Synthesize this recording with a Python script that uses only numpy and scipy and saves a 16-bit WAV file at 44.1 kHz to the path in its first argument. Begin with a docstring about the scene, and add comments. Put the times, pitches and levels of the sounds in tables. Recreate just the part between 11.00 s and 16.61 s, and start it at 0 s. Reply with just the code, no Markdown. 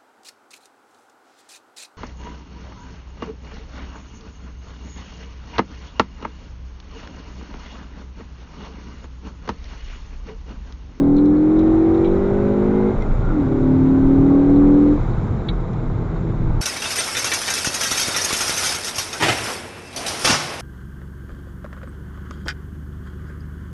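"""Turbocharged car: pull, upshift, pull, lift-off

Inside a four-cylinder car: a hard pull, an upshift, a second pull, then the driver lifts off.
The engine is a sum of sines on multiples of its cycle rate, with an air rush of noise puffing at each firing.
At the shift the lever clacks (ringing modes) and the boost vents (narrow-band noise); loose trim ticks and creaks.
Beneath lie shaped noise for tyre rumble and hiss, and a wavering low sine for the boom of the floor pan."""
import sys
import numpy as np
from scipy import signal
from scipy.fft import rfft, irfft
from scipy.io import wavfile
from scipy.ndimage import uniform_filter1d

SR = 44100
rng = np.random.default_rng(int(sys.argv[2]) if len(sys.argv) > 2 else 0)


def wrap_up_sound(samples):
    """Save the sound to the file named by the first command line argument, as 16-bit audio."""
    columns = np.atleast_2d(samples).T
    # keep every value between -1 and 1, then stretch to whole-number steps
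    tamed = np.clip(columns, -1, 1)
    steps = np.round(tamed * 32767).astype(np.int16)
    wavfile.write(sys.argv[1], SR, steps)


N = 247401  # samples

# engine speed and pull: start_s, cycle_rate_hz, load_db (relative to full load)
ENGINE_COURSE = [(0, 39.66, 0.5), (.3, 42.26, 0.5), (.55, 44.97, -0.5), (.9, 46.77, 1), (1.2, 48.87, -1),
                 (1.5, 50.82, 0), (1.88, 52.91, 0.5), (1.92, 53.5, -4), (1.98, 53.17, -10.5),
                 (2.05, 51.73, -12.5), (2.24, 49.3, -22), (2.28, 47.58, -11), (2.3, 46.6, -6.5),
                 (2.35, 44.12, -4.5), (2.4, 41.52, -1.5), (2.46, 37.35, -4), (2.51, 35.9, -4),
                 (2.64, 37, -2), (3, 38.2, 0), (3.6, 40.78, 2), (3.92, 41.97, 0), (3.96, 42.1, -4.5),
                 (4.02, 41.3, -19), (5.61, 40.61, -19)]


def amp(db):
    """Level to amplitude: twenty decibels are a factor of ten."""
    return 10 ** (np.asarray(db) / 20)


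def evened(x):
    """Normalisation to unit rms, the root of the mean power."""
    return x / np.sqrt(np.mean(x ** 2) + 1e-20)


def read(points, hz):
    """Spectral interpolation: straight lines of level over logarithmic frequency."""
    f, value = np.transpose(points)
    return np.interp(np.log(hz + 1), np.log(f + 1), value)


def curves(rows):
    """Piecewise-linear envelopes: each column after the time, one value a sample."""
    s, *columns = np.transpose(rows)
    return [np.interp(np.arange(N) / SR, s, c) for c in columns]


def drift(hz):
    """Low-pass random process: white noise under a Gaussian response that is 1/e at hz, rms 1."""
    z = rfft(rng.standard_normal(N))
    response = np.exp(-(np.fft.rfftfreq(N, 1 / SR) / hz) ** 2)
    return evened(irfft(z * response, N))


def noise(spectrum, size, patchy_db):
    """Coloured noise: random short-time spectra, their level drifting in patches of time and frequency."""
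    frames, hz = 4 * N // size + 5, np.fft.rfftfreq(size, 1 / SR)
    real, imaginary, patches = rng.standard_normal((frames, len(hz), 3)).T
    patches = uniform_filter1d(patches, size=8, axis=0)  # across frequency
    patches = evened(uniform_filter1d(patches, size=6, axis=1))  # across time
    level_db = read(spectrum, hz)[:, None] + patchy_db * patches
    z = (real + 1j * imaginary) * amp(level_db)
    return evened(signal.istft(z, nperseg=size, noverlap=3 * size // 4)[1][:N])


def engine():
    """Harmonic synthesis: a periodic cycle sounds on its multiples; each level follows speed, load or time."""
    # strongest multiples of the cycle rate (4 is the firing rate)
    leading = [4, 5, 7, 8, 9, 10, 11, 12]
    # their own paths into the cabin: cycle_rate_hz, then level_db at full load, one column a multiple
    leading_db = [(35.97, -23.5, -44, -18.5, -19, -19, -33.5, -21.5, -44.5),
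                  (37.66, -22.5, -32.5, -12.5, -29, -25.5, -27.5, -32, -40.5),
                  (38.1, -25.5, -29, -14.5, -26.5, -28.5, -28.5, -42, -40.5),
                  (39.3, -24.5, -28, -15.5, -25.5, -29, -26.5, -35, -40.5),
                  (40.2, -27.5, -28.5, -16, -32, -28, -31.5, -45.5, -34),
                  (41.63, -29, -25, -13, -37, -26.5, -34.5, -38, -31.5),
                  (43.15, -28.5, -30.5, -13.5, -31.5, -28.5, -43.5, -32.5, -38),
                  (45.5, -29, -24.5, -13.5, -26, -29.5, -44, -40.5, -38.5),
                  (46.78, -44.5, -31, -17, -24.5, -52.5, -30.5, -45, -39.5),
                  (48.32, -22, -27, -19.5, -19.5, -33, -28.5, -35.5, -37.5),
                  (48.86, -24.5, -30, -22, -22, -37, -37, -39.5, -38.5),
                  (50.56, -21.5, -24.5, -23.5, -21, -33, -48, -31.5, -37.5),
                  (52.67, -21.5, -26.5, -23.5, -32, -26.5, -49.5, -41.5, -41),
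                  (53.34, -20, -27.5, -18.5, -30.5, -33, -44, -40, -48)]
    # per leading multiple: change_db for each dB of load
    leading_per_load = [1.4, 1.3, 1.97, 0.89, 1.2, 0.66, 0.96, 1]
    # per leading multiple: change_db while the clutch drags the speed down at slip_hz_per_s or faster
    slipping_db = [1, -4.5, 0.5, -11.5, -3.5, -3.5, -0.5, -2.5]
    slip_hz_per_s = 50
    # per leading multiple: lowest level_db, what stays without load
    coasting_db = [-32.5, -47.5, -57, -38.5, -48, -45.5, -49, -45.5]
    # multiples of the rasp above the main note
    upper = [13, 15, 16, 17, 18, 19, 20]
    # rasp: cycle_rate_hz, then level_db at full load, one column a multiple
    upper_db = [(37.21, -43.5, -35.5, -36, -59, -60.5, -56, -55.5),
                (37.9, -48, -43.5, -53, -55, -47.5, -49.5, -56),
                (39, -45.5, -45, -43.5, -61, -47.5, -49, -40.5),
                (39.9, -35.5, -37.5, -41.5, -53, -48.5, -51, -41.5),
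                (40.36, -38.5, -51.5, -40, -44.5, -54.5, -37, -49.5),
                (40.36, -38, -50, -47, -48, -46.5, -46, -43), (41.7, -44, -59.5, -55.5, -52, -46, -49, -56),
                (43.7, -40.5, -43.5, -48, -55.5, -45.5, -58, -46.5),
                (45.2, -40, -45, -45.5, -43, -49, -57.5, -56),
                (46.2, -55.5, -41, -45, -42.5, -57.5, -55, -52),
                (48.1, -45.5, -46, -43.5, -42, -55.5, -59, -55),
                (49.2, -43.5, -53.5, -44, -55, -56.5, -58, -56.5),
                (50.2, -43, -44, -46.5, -54.5, -48, -54, -50),
                (52.3, -48, -41, -43.5, -54, -50, -48.5, -54)]
    # other multiples of the cycle rate
    pulling = [6, 14, 21, 22, 23, 24, 26, 28, 30]
    # per other multiple: level_db at full load, before the cabin response
    pulling_db = [-16.5, -22, -25, -22.5, -30, -26, -19, -23, -25.5]
    # response from engine bay to ear: frequency_hz, gain_db
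    cabin = [(150, -18), (180, -20.5), (210, -24), (250, -15), (290, -22.5), (340, -16), (365, -18.5),
             (390, -10), (420, -26), (520, -25), (600, -28), (680, -29), (780, -26), (880, -33),
             (1000, -32.5), (1300, -35), (2200, -24.5)]
    # multiples that come forward as the load falls away
    turning = [6, 16]
    # per such multiple: level_db at full load
    turning_db = [-53.5, -56]
    # third multiple, which booms at cruise: start_s, level_db
    drone_db = [(0, -43), (3.9, -42), (4.05, -27), (4.5, -34.5), (5.2, -30), (5.61, -28)]
    # gear whine on multiple 40: cycle_rate_hz, level_db at full load
    whine_table = [(37.3, -53), (38.4, -54), (39.5, -59), (40.5, -63), (44, -63.5), (46, -59.5),
                   (47.2, -60.5), (49.2, -52.5), (50.5, -67), (52, -54.5), (53, -57)]

    hz, load_db = curves(ENGINE_COURSE)
    angle = 2 * np.pi * np.cumsum(hz * (1 + .0012 * drift(hz=12))) / SR
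    # uneven burning makes the levels waver
    quick = [drift(hz=6.0) for _ in leading]
    slow = [drift(hz=2.5) for _ in range(7)]
    slip = np.clip(-np.gradient(hz) * SR / slip_hz_per_s, 0, 1)
    slip = uniform_filter1d(slip, size=1500)

    lines = []  # (multiple, level in dB at every sample)
    speed, *full_db = np.transpose(leading_db)
    for k, db, per_load, slip_db, rest_db, waver in zip(
            leading, full_db, leading_per_load, slipping_db, coasting_db, quick):
        driven_db = np.interp(hz, speed, db) + per_load * load_db + slip_db * slip
        lines.append((k, np.maximum(driven_db, rest_db) + 0.69 * waver))
    speed, *full_db = np.transpose(upper_db)
    for k, db in zip(upper, full_db):
        lines.append((k, np.interp(hz, speed, db) + 1.1 * load_db + 0.8 * quick[k % 8]))
    # several paths into the cabin add and cancel, so these multiples fade in and out
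    for k, db in zip(pulling, pulling_db):
        fading_db = 3.9 * quick[k % 5] + 0.1 * k * slow[k % 7]
        lines.append((k, db + 0.63 * load_db + read(cabin, k * hz) + fading_db))
    for k, db in zip(turning, turning_db):
        lines.append((k, db - 0.34 * load_db + 1.4 * quick[k % 5]))
    lines.append((3, curves(drone_db)[0] + 2.6 * quick[3]))
    start = rng.uniform(0, 2 * np.pi, len(lines))
    tones = np.sqrt(2) * sum(amp(db) * np.sin(k * angle + p) for (k, db), p in zip(lines, start))

    # complex noise on the carrier spreads the whine into a breathy, loose tone
    whine_width_hz, whine_fuzz = 32, 0.74
    fuzz = whine_fuzz * (drift(whine_width_hz) + 1j * drift(whine_width_hz))
    whine_db = np.interp(hz, *np.transpose(whine_table)) + 1.5 * load_db + 2.7 * quick[0]
    whine = amp(whine_db) * ((1 + fuzz) * np.exp(40j * angle)).real
    return tones + whine, angle


def intake(angle):
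    """Amplitude modulation: the rush of air and combustion puffs with each firing and each cycle."""
    # rush spectrum, shape only: frequency_hz, relative_level_db (per Hz)
    rush_spectrum = [(150, -38), (300, 5.5), (500, -1), (800, -13), (1400, -19.5), (1800, -23), (2200, -26),
                     (3000, -37.5), (4000, -42.5), (5000, -83)]
    hz, load_db = curves(ENGINE_COURSE)
    t = np.arange(N) / SR
    # level at full load and 45 cycles a second, then its slopes with load and speed
    level_db = -30.5 + .22 * load_db + 0.235 * (hz - 45)
    # the rush builds with the boost from the start
    wakes_s, start_db = 0.65, -12
    level_db += start_db * np.clip(1 - t / wakes_s, 0, 1)
    puffs = 1 + 0.064 * np.cos(angle) + 0.5 * np.cos(4 * angle)
    return amp(level_db) * evened(puffs * noise(rush_spectrum, size=1024, patchy_db=1.1))


def vent():
    """Narrow-band noise: a slow random process on a carrier makes the fuzzy whistle of the boost valve."""
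    # boost vented at the shift: start_s, level_db
    vent_db = [(1.98, -86.5), (2.06, -44), (2.14, -59), (2.24, -43), (2.3, -38), (2.36, -47.5),
               (2.45, -87.5)]
    pitch_hz, width_hz = 1396, 85
    carrier = np.sqrt(2) * np.sin(2 * np.pi * pitch_hz * np.arange(N) / SR)
    return amp(curves(vent_db)[0]) * drift(hz=width_hz) * carrier


def lever():
    """Modal ringing: two knocks ring the shift linkage, each mode roughened by the scrape of the gate."""
    # the gear lever goes home: start_s, level_db
    clacks = [(2.008, -35), (2.021, -28.5)]
    # modes of the linkage: frequency_hz, relative_level_db, t60_s
    linkage_modes = [(1000, -1, .03), (1500, -8, .02), (2080, 0, 0.048), (2350, -11, .02), (2800, -19, .02),
                     (3400, -14, .025), (3800, -17, .025), (4250, -17, .02), (4900, -27, .015),
                     (5650, -16, .025), (6200, -27, .015), (6800, -26, .015)]
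    out, t = np.zeros(N), np.arange(4096) / SR
    for s, db in clacks:
        scrape = rng.standard_normal((len(linkage_modes), len(t)))
        scrape = uniform_filter1d(scrape, size=60, axis=1)
        ring = np.zeros(len(t))
        for (hz, mode_db, t60), rough in zip(linkage_modes, scrape):
            decay = amp(mode_db - 60 * t / t60)
            ring += decay * (1 + 2.5 * rough) * np.sin(2 * np.pi * hz * t)
        at = round(s * SR)
        out[at:at + len(t)] += amp(db) * ring * np.clip(t / .0025, 0, 1)
    return out


def trim():
    """Modal ringing: each tick chatters briefly, holding up the modes of loose plastic, which then decay."""
    # start_s, level_db, low_lift_db (below 3.35 kHz), high_lift_db (above 4.8 kHz), pitch_factor,
    # chatter_s, ring_factor (scales t60)
    ticks = [(.1635, -45, -5, 16, 1.05, .006, 1.3), (0.1798, -43, 2.5, 1.5, 1.01, 0.0062, 1.4),
             (0.254, -50.5, 4, 19, 1.02, .007, 1.1), (.3615, -55, -8, 2, 1.06, .006, 2.5),
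             (0.5873, -45.5, 2.5, 18.5, 0.98, .008, 1.2), (.61, -55, -2.5, 1.5, 0.95, .012, 2.5),
             (.944, -47, 3, 11, .97, .004, 1.3), (.976, -50.5, -5.5, -3, 1.01, .004, 1.2),
             (1.044, -47, 16, 16, 1, .004, 1.1), (1.053, -46, 8.5, 0, 0.98, .004, 1.1),
             (1.061, -50, 8, -1, .97, .003, .9), (1.071, -48, 5, -2, 0.89, .004, 1.2),
             (1.161, -51, -9, 2, 0.99, .004, 1.1), (3.56, -49, 0, 0.5, 1.01, .005, 1.2),
             (4.4855, -23.5, -2, -20, 0.97, 0.0048, 0.95), (4.731, -52, 10, 25, 1.01, .003, .8),
             (5.16, -53, -10, 4, 1.06, 0.0049, 0.93), (5.294, -61, 14, -2, 0.92, 0.0051, 1.11),
             (5.373, -58, 16, 10, 0.89, 0.0031, .8)]
    # modes of the plastic before the tick's factors: frequency_hz, relative_level_db, t60_s
    plastic_modes = [(1380, -14, .06), (1690, -17.5, .06), (1950, -18, 0.072), (2290, -11.5, .09),
                     (2430, -19.5, 0.066), (2800, -16.5, .045), (3000, -20.5, .06), (3260, -15, 0.067),
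                     (3480, -11.5, .04), (3560, -6.5, 0.031), (3850, -6.5, 0.058), (3950, -4.5, .055),
                     (4080, -9.5, 0.063), (4230, -15, .045), (4520, -17, .04), (5000, -33, .018),
                     (5350, -34, .018), (5760, -30.5, .018), (6250, -33, .018), (6750, -35.5, .018),
                     (7200, -38, .018)]
    low_hz, high_hz = 3350, 4800
    out, t = np.zeros(N), np.arange(6000) / SR
    hz, mode_db, t60 = np.transpose(plastic_modes)[:, :, None]
    chance = rng.random((len(ticks), 2, len(hz), 1))
    for (s, db, low_db, high_db, pitch, chatter_s, ring), (start, detune) in zip(ticks, chance):
        level_db = db + mode_db + low_db * (hz < low_hz) + high_db * (hz > high_hz)
        level_db = level_db - 60 * np.maximum(t - chatter_s, 0) / (ring * t60)
        mode_hz = hz * pitch * (1 + 0.0082 * (detune - .5))
        # each mode starts at a random phase anywhere in the full cycle
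        modes = amp(level_db) * np.sin(2 * np.pi * (mode_hz * t + start))
        at = round(s * SR)
        out[at:at + len(t)] += modes.sum(0) * np.clip(t / 0.0026, 0, 1)
    return out


def buzz():
    """Shot noise: random impulses with decaying tails gate plastic-coloured noise into faint creaks."""
    # loose plastic, shape only: frequency_hz, relative_level_db
    plastic_spectrum = [(700, -55), (1100, -24.5), (1800, -24.5), (2120, -7), (2400, -17.5), (2800, -17),
                        (3300, -13), (3750, 1.5), (4300, -11.5), (4800, -52.5)]
    level_db, creaks_per_s, t60_s = -69, 77, 0.09
    size = amp(2.9 * np.minimum(rng.exponential(1, N), 4))
    size *= rng.random(N) < creaks_per_s / SR
    tail = amp(-60 * np.arange(3000) / SR / t60_s)
    puffs = signal.oaconvolve(size, tail)[:N]
    return amp(level_db) * evened(puffs * noise(plastic_spectrum, size=512, patchy_db=2.0))


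def tyre_rumble():
    """Filtered random excitation: road roughness reaches the cabin through the suspension."""
    # rumble, shape only: frequency_hz, relative_level_db (per Hz)
    rumble_spectrum = [(10, -31), (20, -11), (45, 9), (62, -6), (85, 5.5), (120, 5), (165, -1), (210, -2),
                       (250, -5), (290, -15), (400, -13), (600, -52), (1500, -89.5)]
    # start_s, level_db
    rumble_db = [(0, -27), (1.3, -26), (2.2, -23), (3.1, -23), (3.95, -23.5), (4.28, -20), (4.64, -26),
                 (4.75, -22.5), (5.06, -26), (5.2, -23), (5.4, -21), (5.61, -22)]
    return amp(curves(rumble_db)[0]) * noise(rumble_spectrum, size=4096, patchy_db=1.3)


def wind_hiss():
    """Broadband noise of wind and tread, shaped by resonances of dash and glass near 2 and 3.8 kHz."""
    # hiss, shape only: frequency_hz, relative_level_db (per Hz)
    hiss_spectrum = [(200, -21.5), (400, 0), (600, -10.5), (750, 2), (1500, -5.5), (1750, -18.5),
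                     (2100, -13.5), (2800, -28.5), (3800, -22.5), (4250, -29.5), (4700, -32.5), (6800, -34),
                     (7200, -31), (7600, -38.5), (8000, -49), (8300, -65.5)]
    # start_s, level_db
    hiss_db = [(0, -41.5), (1, -37), (2, -38), (3, -38), (4, -36.5), (4.6, -40), (5.61, -39.5)]
    return amp(curves(hiss_db)[0]) * noise(hiss_spectrum, size=512, patchy_db=1.0)


def floor_boom():
    """Low resonance: the floor pan swings at a wandering pitch and swells at each bump."""
    # bumps: peak_time_s, level_db, half_length_s (to 1/e), pitch_hz (before its wander)
    bumps = [(0.154, -26, 0.024, 24.5), (1.108, -21, 0.04, 26.46), (1.229, -25.5, .04, 25.9),
             (1.368, -28, 0.047, 24.96), (1.678, -31, 0.033, 23.4), (1.995, -18, 0.032, 26),
             (2.118, -14, 0.048, 33), (2.21, -22, 0.038, 31.06), (2.3, -17.5, 0.048, 26.7),
             (2.615, -23.5, 0.064, 24.02), (3.054, -18, 0.043, 25.05), (3.201, -20.5, 0.054, 24.89),
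             (3.394, -29, 0.035, 24.6), (3.507, -24.5, 0.035, 23.96), (3.683, -22.5, 0.074, 26.01),
             (4.039, -23, 0.15, 30.85), (4.554, -23.5, 0.071, 30.22), (4.896, -25.5, 0.055, 29.96),
             (5.499, -20, 0.12, 30.8)]
    t, (when, _, _, pitch_hz) = np.arange(N) / SR, np.transpose(bumps)
    wandering_hz = np.interp(t, when, pitch_hz) * (1 + .15 * drift(hz=7.0))
    swing = 2 * np.pi * np.cumsum(wandering_hz) / SR
    size = amp(-35 + 2.5 * drift(hz=3.4))  # wavering boom on even road
    for s, db, half_s, _ in bumps:
        size += amp(db) * np.exp(-((t - s) / half_s) ** 2)
    return np.sqrt(2) * size * np.sin(swing)


def scene():
    """Linear superposition: the pressures of all sources add at one listening point."""
    tones, angle = engine()
    car = tones + intake(angle) + vent() + lever() + trim() + buzz()
    return (car + tyre_rumble() + wind_hiss() + floor_boom())[None]


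def record(dry):
    """Band limitation: a linear-phase low-pass removes what lies above the edge."""
    edge_hz = 8200
    low_pass = signal.firwin(601, edge_hz, window=("kaiser", 9), fs=SR)
    return signal.oaconvolve(dry, low_pass[None], "same")


dry = scene()
out = record(dry)
wrap_up_sound(out)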